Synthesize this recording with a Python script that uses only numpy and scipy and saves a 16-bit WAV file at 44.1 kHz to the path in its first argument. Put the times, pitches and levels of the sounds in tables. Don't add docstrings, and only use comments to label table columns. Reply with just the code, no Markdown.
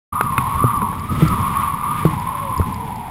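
import sys
import numpy as np
from scipy import signal
from scipy.fft import rfft, irfft
from scipy.io import wavfile

SR = 44100
rng = np.random.default_rng(int(sys.argv[2]) if len(sys.argv) > 2 else 0)


def output_pcm(signal):
    pcm = np.clip(np.atleast_2d(signal).T, -1, 1) * 32767
    wavfile.write(sys.argv[1], SR, np.round(pcm).astype(np.int16))


N = 136710
CONTACT_ATTACK_S = .0005


def kite_lines():
    # time_s, pitch_hz
    shedding = [(.12, 1169), (.22, 1179), (.4, 1054), (.5, 1048), (.64, 1196), (.87, 1029), (1.02, 1109),
                (1.25, 1278), (1.36, 1124), (1.62, 1134), (1.75, 1089), (1.99, 1165), (2.16, 991),
                (2.38, 1069), (2.66, 1037), (2.84, 935.4), (3.1, 887)]
    # time_s, level_db
    strength = [(.12, -19.5), (.19, -20), (.25, -24), (.46, -19), (.54, -21), (.66, -18), (.76, -20.5),
                (.85, -21), (.92, -25.5), (1.05, -30.5), (1.14, -26), (1.22, -29), (1.34, -20),
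                (1.62, -20.5), (1.8, -23), (2.0, -22), (2.15, -25), (2.47, -25), (2.75, -29), (2.83, -27),
                (3.1, -31.5)]
    # pitch_ratio, width_hz, relative_db
    lines = [(1.045, 62, -1), (.972, 62, -1.5), (.865, 90, -7), (.98, 390, -6.5)]
    # time_s, pitch_hz, level_db
    thick_line = [(2.2, 600, -59), (2.32, 580, -37), (2.43, 570, -35.5), (2.56, 500, -50), (2.7, 455, -66),
                  (2.82, 460, -36), (3.0, 415, -49), (3.1, 410, -43)]
    # time_s, pitch_hz, level_db
    thin_line = [(.8, 3600, -66), (.92, 3730, -56), (1.1, 3790, -54), (1.25, 3499, -48), (1.6, 3330, -52),
                 (1.75, 3230, -63)]
    flutter_db, wander_fraction = 1.34, .01
    whistle = 0
    for ratio, width_hz, db in lines:
        gain = undb(db + flutter_db * walk(11))
        pitch_hz = curve(shedding) * ratio * (1 + wander_fraction * walk(9.03))
        whistle += gain * band(pitch_hz, width_hz)
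    thick = undb(curve(thick_line, 2)) * band(curve(thick_line), width_hz=8.8)
    thin = undb(curve(thin_line, 2)) * band(curve(thin_line), width_hz=200)
    return undb(curve(strength)) * whistle + thick + thin


def thumps():
    # start_s, pitch_hz, ring_db, knock_db
    tugs = [(.2095, 198, -20, -10), (0.381, 129.6, -11, -19), (.641, 122, -3, -1), (0.821, 205.3, -15, -17),
            (1.2225, 156.8, 1, -7), (2.052, 158.8, -2, 2), (2.598, 88, -4, -5)]
    attack_s, sag_per_s, knock_hz = .002, .4, 390
    octave_db, tail_db = -11, -18
    out = 0
    for start, hz, ring_db, knock_db in tugs:
        age = since(start)
        phase = 2 * np.pi * hz * (1 - np.exp(-sag_per_s * age)) / sag_per_s
        ring = np.cos(phase) + undb(octave_db) * np.cos(2 * phase)
        fade = strike(age, attack_s, t60_s=.1) + undb(tail_db) * strike(age, attack_s, t60_s=.57)
        knock = np.sin(2 * np.pi * knock_hz * age) * strike(age, CONTACT_ATTACK_S, t60_s=.012)
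        out += undb(ring_db) * ring * fade + undb(knock_db) * knock
    return out


def air():
    # frequency_hz, relative_db
    rush_spectrum = [(150, -46), (400, -11), (650, -5), (1000, 8.5), (1600, -2), (2200, 2.5), (2800, -5),
                     (3500, -5), (4200, -14.5), (5000, -16.5), (6000, -24)]
    # time_s, level_db
    rush_level = [(.12, -40.5), (.45, -34.5), (.72, -37), (.95, -40.5), (1.1, -38.5), (1.23, -28),
                  (1.38, -35), (1.62, -31.5), (1.8, -37.5), (2.0, -32.5), (2.2, -36.5), (2.6, -38.5),
                  (3.1, -42)]
    # frequency_hz, relative_db
    buffet_spectrum = [(15, -21), (30, -6), (45, -10.5), (80, 0.5), (160, 0), (230, -5), (320, -15.5),
                       (450, -19), (700, -29.5), (1500, -44)]
    # time_s, level_db
    buffet_level = [(.12, -29.5), (.3, -29.5), (.46, -26), (.58, -29.5), (.8, -25), (.92, -29.5),
                    (1.02, -30.5), (1.12, -20.5), (1.33, -19), (1.5, -26), (1.8, -31), (1.95, -28),
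                    (2.12, -23), (2.3, -32), (2.5, -29), (2.7, -24.5), (2.9, -31), (3.1, -32.5)]
    rush_flicker_db, buffet_flicker_db = 1, 2
    noise_tick_peak_s, noise_tick_decay_s, noise_tick_db = .93, .01, -25
    rush = coloured(rush_spectrum) * undb(curve(rush_level) + rush_flicker_db * walk(27))
    buffet = coloured(buffet_spectrum) * undb(curve(buffet_level) + buffet_flicker_db * walk(14))
    noise_tick_envelope = np.exp(-np.abs(np.arange(N) / SR - noise_tick_peak_s) / noise_tick_decay_s)
    return rush + buffet + undb(noise_tick_db) * noise_tick_envelope * band(hz=800, width_hz=1300)


def clacks():
    # start_s, level_db, t60_s, tilt_db_per_octave
    impacts = [(0.2102, 0, .016, -8), (.38, -5.5, 0.025, 2.5), (0.818, -16.5, 0.033, -7),
               (2.054, -12, 0.0098, -10), (2.615, -16, .04, -20)]
    # frequency_hz, relative_db
    modes = [(960, -7.5), (1230, -2.5), (1340, -2), (2150, -7), (2490, -7.5), (3600, -20.5)]
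    pivot_hz, grit_db = modes[1][0], -17
    grit = undb(grit_db) * band(hz=2700, width_hz=2800)
    out = 0
    for start, db, t60_s, tilt in impacts:
        age = since(start)
        ring = sum(undb(mode_db + tilt * np.log2(hz / pivot_hz)) * np.sin(2 * np.pi * hz * age)
                   for hz, mode_db in modes)
        snap = grit * strike(age, CONTACT_ATTACK_S, t60_s=.014)
        out += undb(db) * (ring * strike(age, CONTACT_ATTACK_S, t60_s) + snap)
    return out


def ticks():
    # start_s, level_db
    contacts = [(0.236, -36), (.661, -37), (0.765, -34), (.995, -30), (1.279, -23), (1.283, -26),
                (1.415, -35), (2.199, -30), (2.577, -25), (2.743, -28), (2.959, -31)]
    bursts = sum(undb(db) * strike(since(start), CONTACT_ATTACK_S, t60_s=.015) for start, db in contacts)
    return band(hz=4880, width_hz=780) * bursts


def undb(db):
    return 10 ** (np.asarray(db) / 20)


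def curve(table, column=1):
    columns = np.array(table, float).T
    return np.interp(np.arange(N) / SR, columns[0], columns[column])


def walk(rate_hz):
    hz = np.arange(0, 4 * rate_hz, SR / N)
    draw = rng.standard_normal((N // 8, 2))[:len(hz)]
    rolloff = np.exp(-.5 * (hz[:len(draw)] / rate_hz) ** 2)
    x = irfft((draw[:, 0] + 1j * draw[:, 1]) * rolloff, N)
    return x / x.std()


def coloured(spectrum):
    hz, db = np.array(spectrum, float).T
    bins_hz = np.fft.rfftfreq(N, 1 / SR)
    gain = undb(np.interp(np.log(bins_hz + 1), np.log(hz), db))
    x = irfft(rfft(rng.standard_normal(N)) * gain, N)
    return x / x.std()


def band(hz, width_hz):
    phase = 2 * np.pi * np.cumsum(hz * np.ones(N)) / SR
    return (walk(width_hz / 2) * np.cos(phase) + walk(width_hz / 2) * np.sin(phase)) / np.sqrt(2)


def since(start_s):
    return np.maximum(np.arange(N) / SR - start_s, 0)


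def strike(age, attack_s, t60_s):
    return (1 - np.exp(-age / attack_s)) * np.exp(-np.log(1000) * np.minimum(age / t60_s, 10))


def scene():
    side_db = -38
    centre = kite_lines() + air() + thumps() + clacks() + ticks()
    side = undb(side_db) * (air() + kite_lines())
    return centre + side * np.array([[1], [-1]])


def record(dry):
    start_s, fade_s = .122, .012
    clock_hz, cutoff_hz = 12000, 15600
    fade_in = np.minimum(since(start_s) / fade_s, 1)
    clipped = np.clip(dry * fade_in, -1, 1)
    slow = signal.resample_poly(clipped, clock_hz, SR, axis=1)
    staircase = np.repeat(slow, 4, axis=1)
    held = signal.resample_poly(staircase, SR, 4 * clock_hz, axis=1)[:, :N]
    low_pass = signal.ellip(8, .2, 70, cutoff_hz, fs=SR, output="sos")
    return signal.sosfilt(low_pass, held)


dry = scene()
out = record(dry)
output_pcm(out)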